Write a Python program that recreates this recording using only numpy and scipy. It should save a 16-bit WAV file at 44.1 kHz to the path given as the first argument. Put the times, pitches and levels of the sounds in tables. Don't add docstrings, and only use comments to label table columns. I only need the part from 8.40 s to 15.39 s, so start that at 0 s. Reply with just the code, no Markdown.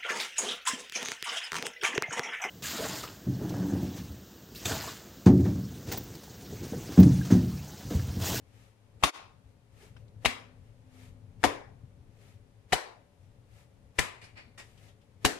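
import sys
import numpy as np
from scipy import signal
from scipy.fft import rfft, irfft, next_fast_len
from scipy.io import wavfile
from scipy.ndimage import uniform_filter1d, map_coordinates

SR = 44100
rng = np.random.default_rng(int(sys.argv[2]) if len(sys.argv) > 2 else 0)


def voltage_ratio(decibels):
    exponent = np.asarray(decibels, float) / 20
    return 10 ** exponent


def master(y):
    cut = np.clip(np.atleast_2d(y).T, -1, 1)
    pcm = np.round(cut * 32767)
    wavfile.write(sys.argv[1], SR, pcm.astype(np.int16))


N = 308259


def along(points, hz):
    f, v = np.transpose(points)
    return np.interp(np.log(hz + 1), np.log(f + 1), v)


def unit(x):
    return x / np.sqrt(np.mean(x ** 2) + 1e-20)


def curves(rows):
    s, *cols = np.transpose(rows)
    return [np.interp(np.arange(N) / SR, s, c) for c in cols]


def wobble(rate):
    knots = rng.standard_normal(int(N * rate / SR) + 4)
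    return map_coordinates(knots, [np.arange(N) * rate / SR])


def filtered(x, response):
    n = x.shape[-1]
    m = next_fast_len(n + 8192)
    return irfft(rfft(x, m) * response(np.fft.rfftfreq(m, 1 / SR)), m)[..., :n]


def peak(f, hz, width):
    return 1j * f * width / (hz * hz - f * f + 1j * f * width)


def add(out, s, x):
    part = out[:, round(s * SR):][:, :x.shape[1]]
    part += x[:, :part.shape[1]]


# frequency in Hz, left-right correlation.
ALIKE = [(60, 0.93), (130, 0.92), (290, 0.75), (640, 0.47), (1410, 0.02), (3100, 0.02), (6820, -0.01),
         (15000, -0.04)]
# frequency in Hz, left over right in dB.
LEAN = [(60, 7.0), (130, 7.5), (290, 5.0), (640, 4.0), (1410, 4.0), (3100, 4.0), (6820, 5.0), (15000, -1.0)]


def kitchen_noise(gain):
    turn = lambda f: np.arccos(np.clip(along(ALIKE, f), -1, 1)) / 2
    spread = lambda f: gain(f) * [np.cos(turn(f)), np.sin(turn(f))]
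    common, difference = filtered(rng.standard_normal((2, N)), spread)
    pair = np.array([common + difference, common - difference])
    pair = filtered(pair, lambda f: voltage_ratio(along(LEAN, f) * np.array([[.5], [-.5]])))
    return pair / np.std(pair.mean(0))


# time in seconds, strength in dB.
STREET = [(0, -64), (.2, -61), (.36, -70), (.55, -59), (.95, -61), (1.27, -66.5), (1.46, -54), (1.76, -55),
          (2.4, -59.5), (2.95, -54.5), (3.56, -57), (4.15, -62), (4.72, -65), (4.82, -60.5), (5.5, -62),
          (6.02, -61.5), (6.3, -58), (6.99, -64)]
# frequency in Hz, density in dB per Hz.
RUMBLE = [(12, -40.5), (20, -7), (38, -12), (69, -8), (89, -3.5), (107, 2), (127, -7), (150, -12),
          (220, -22), (290, -53), (480, -120)]
# frequency in Hz, density in dB per Hz.
MURMUR = [(110, -27.5), (180, 1), (344, -11), (383, -17), (418, -6), (469, -10), (575, -4), (607, -18),
          (771, -22.5), (1500, -28.5), (1950, -61), (3300, -120)]
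# frequency in Hz, width in Hz, level in dB.
HUMS = [(261.5, 20, -5.5), (417.4, 32, -9), (573.2, 2, -1)]
# time in seconds, level in dB.
DRONE = [
    (1.5, -89),
    (2.1, -70.5),
    (2.4, -82.5),
    (2.62, -64),
    (2.85, -73.5),
    (3.3, -80),
    (4.5, -94.5),
]
# frequency in Hz, density in dB per Hz.
HISS = [(410, -28.5), (700, -0.5), (1300, -9.5), (2070, -9), (4810, -16.5), (8390, -19.5), (9420, -17.5),
        (13700, -27.5), (15400, -30)]
MURMUR_DB, MURMUR_FOLLOWS = -69, 0.47
DRONE_HZ, HISS_DB_RMS = 255, -76.5


def air():
    street_db, = curves(STREET)
    rumble = voltage_ratio(street_db + 0.66 + 1.5 * wobble(9)) * kitchen_noise(lambda f: voltage_ratio(along(RUMBLE, f)))

    modes = lambda f: sum(voltage_ratio(db) * abs(peak(f, hz, width)) for hz, width, db in HUMS)
    swing_db = MURMUR_FOLLOWS * (street_db - street_db.mean())
    murmur_level = voltage_ratio(MURMUR_DB + swing_db + 0.36 * wobble(9.6))
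    murmur = murmur_level * kitchen_noise(lambda f: voltage_ratio(along(MURMUR, f)) + modes(f))

    phase = 2 * np.pi * np.cumsum(DRONE_HZ + 3 * wobble(8.2)) / SR
    drone = voltage_ratio(curves(DRONE)[0] + 5.5 + 1.5 * wobble(7.9)) * np.sin(phase) * voltage_ratio([[3], [-4]])
    hiss = voltage_ratio(HISS_DB_RMS + 0.4 * wobble(1.8)) * kitchen_noise(lambda f: voltage_ratio(along(HISS, f)))
    return rumble + murmur + drone + hiss


# start in seconds, peak in dB, resonance in Hz, t60 in seconds, hiss in dB.
RATTLES = [(1.423, -56, 3070, .036, -2), (1.564, -51, 1530, 0.058, -10), (1.568, -54.5, 2640, 0.064, -11),
           (1.68, -62.5, 4000, .053, -10), (5.812, -46, 2370, 0.37, -3.5), (5.84, -52, 5030, 0.14, -11),
           (5.954, -51, 2210, 0.5, -16), (5.97, -44.5, 2390, 0.26, -8), (6.176, -42.5, 1990, 0.25, 3.5),
           (6.194, -43.5, 2510, 0.16, -6.5), (6.374, -57.5, 3000, .12, 2), (6.481, -57.5, 3500, 0.17, -7.5),
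           (6.613, -65, 2980, 0.15, 2)]
# frequency in Hz, level in dB, t60 in seconds.
DISHES = [(1883, -0.5, 0.23), (2100, -13, 0.2), (2400, -4.5, 0.94), (2643, -13, 0.35), (2880, -7, 0.46),
          (3560, -10, 0.24), (5130, -12, 0.26), (7640, -16, 0.37)]
DISH_DB, FAR_T60_S = -9.5, .15
RISE_SHARE = 0.017


def crockery(t, hit_t60):
    ring = 0
    for hz, db, mode_t60 in DISHES:
        t60 = min(mode_t60, 1.04 * hit_t60)
        level = voltage_ratio(db + rng.normal(0, 2.8) - 60 * t / t60)
        ring = ring + level * np.sin(2 * np.pi * hz * t + rng.normal(0, 2.4, (2, 1)))
    return voltage_ratio(DISH_DB) * (1 - np.exp(-t / 0.0019)) * ring


def rattles():
    out, t = np.zeros((2, N)), np.arange(SR // 2) / SR
    for s, db, hz, t60, hiss_db in RATTLES:
        if t60 > FAR_T60_S:
            add(out, s, voltage_ratio(db) * crockery(t, t60))
        main = lambda f: peak(f, hz, 0.18 * hz) - voltage_ratio(-6.5) * peak(f, 2 * hz, 0.19 * hz)
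        tones = lambda f: main(f) - voltage_ratio(-4.5) * peak(f, 460, 630)
        hiss = lambda f: voltage_ratio(hiss_db - 11.5) * peak(f, 3400, 8600) / (1 + (f / 11000) ** 6)
        noise = unit(filtered(rng.standard_normal((2, len(t))), lambda f: tones(f) + hiss(f)))
        swell = voltage_ratio(db - 4.0 - 60 * t / t60) * (1 - np.exp(-t / (RISE_SHARE * t60)))
        add(out, s, swell * noise * voltage_ratio([[2.2], [-2.2]]))
    return out


# time of the top in seconds, level in dB, rise in seconds.
PEEL = [(.22, -70.5, .13), (1.1, -82, 0.071), (1.441, -65, 0.085), (1.599, -77.5, 0.061),
        (2.28, -82.5, 0.058), (2.632, -65.5, 0.098), (3.878, -69.5, 0.11), (4.85, -81.5, 0.054),
        (5.192, -68.5, .078), (6.3, -71.5, 0.092), (6.46, -67, 0.074)]
# frequency in Hz, density in dB per Hz.
PEEL_TONE = [(410, -32.5), (700, -0.5), (1130, -9.5), (1250, 0), (1520, -9), (1710, -1.5), (2330, -1.5),
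             (4340, -9), (9300, -11.5), (13900, -18), (15400, -28)]
FALL_SHARE, PEEL_FLAP_DB = 0.72, -5.5
RUSH_LEAD_S, RUSH_RISE_S = .008, .024
RUSH_DB, RUSH_FLAP_DB = -66, 1.15


def peel():
    s = np.arange(N) / SR
    strokes = [(at, db, rise, PEEL_FLAP_DB) for at, db, rise in PEEL]
    strokes += [(at - RUSH_LEAD_S, RUSH_DB, RUSH_RISE_S, RUSH_FLAP_DB) for at, *_ in LANDINGS]
    hiss_level, flap_level = np.zeros(N), np.zeros(N)
    for at, db, rise, flap_db in strokes:
        side = np.where(s < at, rise, FALL_SHARE * rise)
        swell = voltage_ratio(db) * np.exp(-(abs(s - at) / side) ** 1.9)
        hiss_level += swell
        flap_level += swell * voltage_ratio(flap_db)
    grain = voltage_ratio(0.66 * wobble(28) + 0.44 * wobble(200))
    hiss = hiss_level * kitchen_noise(lambda f: voltage_ratio(along(PEEL_TONE, f)))
    flap = flap_level * kitchen_noise(lambda f: abs(peak(f, 420, 250)))
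    return grain * (hiss + flap)


# start in seconds, peak in dB, frequency in Hz, t60 in seconds,
# left-right in dB.
THUDS = [(0.631, -33.5, 59.8, 0.13, 1), (0.64, -38, 290, 0.29, 2.5), (.64, -45, 1082, 0.64, 3.5),
         (.636, -31, 176, 0.077, 3), (5.59, -43.5, 1016, 0.405, 3), (6.849, -33, 135, 0.12, 0.5),
         (1.85, -35, 92, 0.16, 6.5), (1.859, -40.5, 240.6, 0.34, 6), (3.034, -36.5, 83.24, 0.25, 6.5),
         (3.041, -31, 285, 0.26, 8), (4.322, -32, 149, 0.11, 6.5), (4.328, -33.5, 50, .1, 6.5),
         (5.587, -27, 53.8, 0.051, -3.5), (6.848, -28.5, 55, 0.065, 10), (6.852, -40.5, 270, 0.44, 1),
         (6.852, -29, 420, 0.15, 5)]
# start in seconds, peak in dB, frequency in Hz.
KNOCKS = [(0.937, -61, 142.4), (1.057, -46, 71), (1.763, -41.5, 99.7), (3.434, -43, 120.6),
          (4.796, -52.5, 93.5), (6.054, -48, 86), (6.07, -53.5, 236), (1.43, -52.5, 410)]


def knocks():
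    out, t = np.zeros((2, N)), np.arange(SR // 3) / SR
    hands = [(*knock, .1, 7) for knock in KNOCKS]
    for s, db, hz, t60, pan_db in list(THUDS) + hands:
        twin = .6 * np.sin(2 * np.pi * 1.13 * hz * t) * (1 - np.exp(-t / .02))
        ring = (np.sin(2 * np.pi * hz * t) + twin) * (1 - np.exp(-t / 0.0019))
        add(out, s, voltage_ratio(db - 60 * t / t60) * ring * voltage_ratio([[pan_db / 2], [-pan_db / 2]]))
    return out


# start in seconds, peak in dB, push (positive) or pull (negative) of about 1.
POPS = [
    (1.8586, -6, -0.5),
    (3.0401, -11, 0.99),
    (6.85, -7, 0.8),
]
POP_S = .00015


def pops():
    out, u = np.zeros((2, N)), np.arange(256) / SR / POP_S
    spike = u * (2 - u) * np.exp(1 - u)
    for s, db, sign in POPS:
        add(out, s, sign * voltage_ratio(db) * spike * voltage_ratio([[2.1], [-2.1]]))
    return out


def puff(db):
    t = np.arange(SR // 4) / SR
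    gust = unit(filtered(rng.standard_normal((2, len(t))), lambda f: peak(f, 70, 120) ** 3))
    gust = gust[0] * np.array([[1.1], [-.7]]) + .3 * gust
    return voltage_ratio(db - 9.5 - 60 * t / 0.17) * (1 - np.exp(-t / 0.0033)) ** 2 * gust


# frequency in Hz, t60 in seconds.
TILES = [(100, 0.32), (260, 0.53), (700, 0.49), (1840, 0.41), (4850, 0.38), (12800, 0.26)]
# frequency in Hz, level in dB.
TILE_TONE = [(100, -21.5), (250, -2), (600, -4.5), (1200, -2.5), (3000, -4.5), (7000, -4), (14000, -1)]


def tiles(x):
    hz, t, z = signal.stft(rng.standard_normal((2, int(.7 * SR))), SR, nperseg=256)
    glints = unit(uniform_filter1d(rng.standard_normal(z.shape[1:]), size=24, axis=1))
    decay_db = 60 * t / along(TILES, hz)[:, None]
    level = voltage_ratio(2.4 * glints + along(TILE_TONE, hz)[:, None] - decay_db)
    tail = signal.istft(z * level, SR, nperseg=256)[1]
    tail = tail * (1 - np.exp(-np.arange(tail.shape[1]) / SR / 0.0015)) ** 2
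    power = uniform_filter1d(np.mean(np.abs(rfft(x)) ** 2, 0), size=70)
    bins = np.fft.rfftfreq(x.shape[1], 1 / SR)
    colour = lambda f: np.sqrt(np.interp(f, bins, np.abs(power)))
    return filtered(tail / np.linalg.norm(tail[0]), colour) * voltage_ratio([[2.7], [-2.7]])


CRACKLE_T60_S, CRACKLE_SHORTENS = 0.062, 0.58


def patch(db, hz, pan_db):
    t = np.arange(2600) / SR
    t60 = CRACKLE_T60_S * (1000 / hz) ** CRACKLE_SHORTENS
    noise = rng.standard_normal((3, len(t)))
    own = filtered(noise[1:], lambda f: f / (f + 350))
    crackle = (.4 * noise[0] + .95 * own) * voltage_ratio(-60 * t / t60) * (1 - np.exp(-t / .0007))
    ring = np.sin(2 * np.pi * hz * t + rng.normal(0, .6, (2, 1))) * np.exp(-t * hz / 2.1)
    return voltage_ratio(db) * (.9 * crackle + 1.25 * ring) * voltage_ratio([[pan_db / 2], [-pan_db / 2]])


# time in seconds, low body in dB, mid body in dB,
# hiss in dB, room in dB.
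LANDINGS = [
    (.635, 3.5, -7, -6.5, -7),
    (1.852, 5.5, -3, -8, -9.5),
    (3.037, 10, 1, -8.5, -10),
    (4.325, 0, 2.5, -5.5, -8.5),
    (5.587, 4, 4, -4.5, -7.5),
    (6.85, 13.5, -10, -2.5, -9.5),
]
# start in seconds, peak in dB, air pocket in Hz, left-right in dB.
PATCHES = [(.6262, -30.5, 890, 0.5), (.632, -27, 1926, 13), (0.6361, -7.5, 2688, 9),
           (.6372, -10, 1039, 6.5), (.638, -10.5, 3800, 5.5), (.642, -14, 1165, -3),
           (1.8475, -24.5, 731, 7.5), (1.8517, -10, 2840, -1.5), (1.8562, -19.5, 983, 17.5),
           (1.858, -8, 2154, 11.5), (3.032, -31.5, 1620, 16.5), (3.041, -20.5, 1574, 7),
           (3.0389, -7, 2070, 6.5), (3.043, -14, 816, 12.5), (3.0485, -17.5, 754, 12.5),
           (4.3213, -32, 878, -3), (4.3246, -16.5, 2260, 10), (4.329, -13, 1866, 11.5),
           (4.332, -14.5, 4000, 9), (4.3325, -13, 726, 2.5), (5.584, -24.5, 5000, 4),
           (5.587, -15.5, 2760, 12), (5.5891, -11, 2440, 0.5), (5.592, -11, 2070, 6.5),
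           (5.596, -24, 1300, 6), (6.846, -24.5, 5160, 2), (6.8491, -12, 1530, 12),
           (6.8509, -10.5, 1130, -3), (6.853, -31.5, 460, 4.5), (6.859, -11, 1670, 2)]
# frequency in Hz, width in Hz, level in dB.
POCKETS = [
    [(737.4, 180, 5.5), (1030.3, 420, -3.5), (2640, 29, -5), (3700, 69, 2.5), (4340, 84, -17)],
    [(764, 37, -7), (1110, 30, -0.5), (2800, 150, -2), (3370, 78, -17.5), (3828, 110, 1.5)],
    [(735, 14, -11.5), (813, 12, -5), (1020, 19, -1.5), (1830, 41.4, -20.5), (3800, 38, -15.5)],
    [(746, 21, -6), (1810, 59, -10), (3000, 39, 4), (3800, 110, -5), (4000, 88, -4)],
    [(447, 14, 3), (1810, 36, 6.5), (2050, 33, -10), (2426, 24, -16), (3860, 99, -9)],
    [(425, 9.4, -14.5), (750, 7.3, 9), (1700, 16, -10.5), (2870, 76, 5.5), (3980, 240, 1)],
]
# frequency in Hz, level in dB.
DOUGH = [(60, -36.5), (200, -3), (3800, -3), (10000, -4), (13000, -13), (15500, -27)]
PUSH_DB = -20


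def slaps():
    out = np.zeros((2, N))
    for (s, low_db, mid_db, hiss_db, room_db), pockets in zip(LANDINGS, POCKETS):
        start = s - .02
        contact = np.zeros((2, 4096))
        for at, *settings in PATCHES:
            if abs(at - s) < .1:
                add(contact, at - start, patch(*settings))
        (f0, d0), (f1, d1), (f2, d2), *top = DOUGH
        tone = [(f0, d0), (f1, d1 + low_db), (400, low_db), (900, mid_db), (2300, 0), (f2, d2), (6500, hiss_db)]
        tone += [(f, d + hiss_db) for f, d in top]
        contact = filtered(contact, lambda f: voltage_ratio(along(tone, f)))
        hollow = lambda f: 0.54 + sum(voltage_ratio(db - 1.5) * peak(f, hz, w + 45) for hz, w, db in pockets)
        add(out, start, filtered(contact, hollow))
        room = filtered(tiles(contact), lambda f: np.abs(hollow(f)) ** .3)
        add(out, s + .001, voltage_ratio(room_db) * room)
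        add(out, s - .004, puff(PUSH_DB))
    return out


SHADE_HZ, SHADE_DB = 11500, 5


def scene():
    side = np.array([[-.5], [.5]])
    shade = lambda f: voltage_ratio(SHADE_DB / (1 + (SHADE_HZ / (f + 1)) ** 6) * side)
    return filtered(slaps() + pops(), shade) + peel() + rattles() + knocks() + air()


def top_cut(x):
    return signal.sosfilt(signal.butter(12, 16200, fs=SR, output="sos"), x)


# start in seconds, depth in dB.
DUCKS = [
    (0.684, -26.5),
    (1.9, -11.5),
    (3.1, -4.5),
    (4.365, -22.5),
    (5.628, -3),
    (6.89, -6),
]
TOP_HZ = 15300
GAIN_DB, DIP_DB = 1.51, -20
DIP_S, DIP_FALL_S, DIP_BACK_S = .716, 0.014, 0.027


def record(dry):
    s = np.arange(N) / SR
    duck_db = sum(db * (s > at) * np.exp(-np.abs(s - at) / 0.086) for at, db in DUCKS)
    bass = filtered(dry, lambda f: 1 / (1 + (f / 230) ** 6))
    ducked = dry + bass * (voltage_ratio(uniform_filter1d(duck_db, size=600)) - 1)
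    rounded = ducked / (1 + np.abs(ducked / .72) ** 4) ** (1 / 4)
    side = np.where(s < DIP_S, DIP_FALL_S, DIP_BACK_S)
    dip_db = DIP_DB * np.exp(-np.abs((s - DIP_S) / side) ** 2.6)
    limited = filtered(rounded * voltage_ratio(GAIN_DB + dip_db), lambda f: 1 / (1 + (f / TOP_HZ) ** 70))
    return top_cut(limited)


dry = scene()
out = record(dry)
master(out)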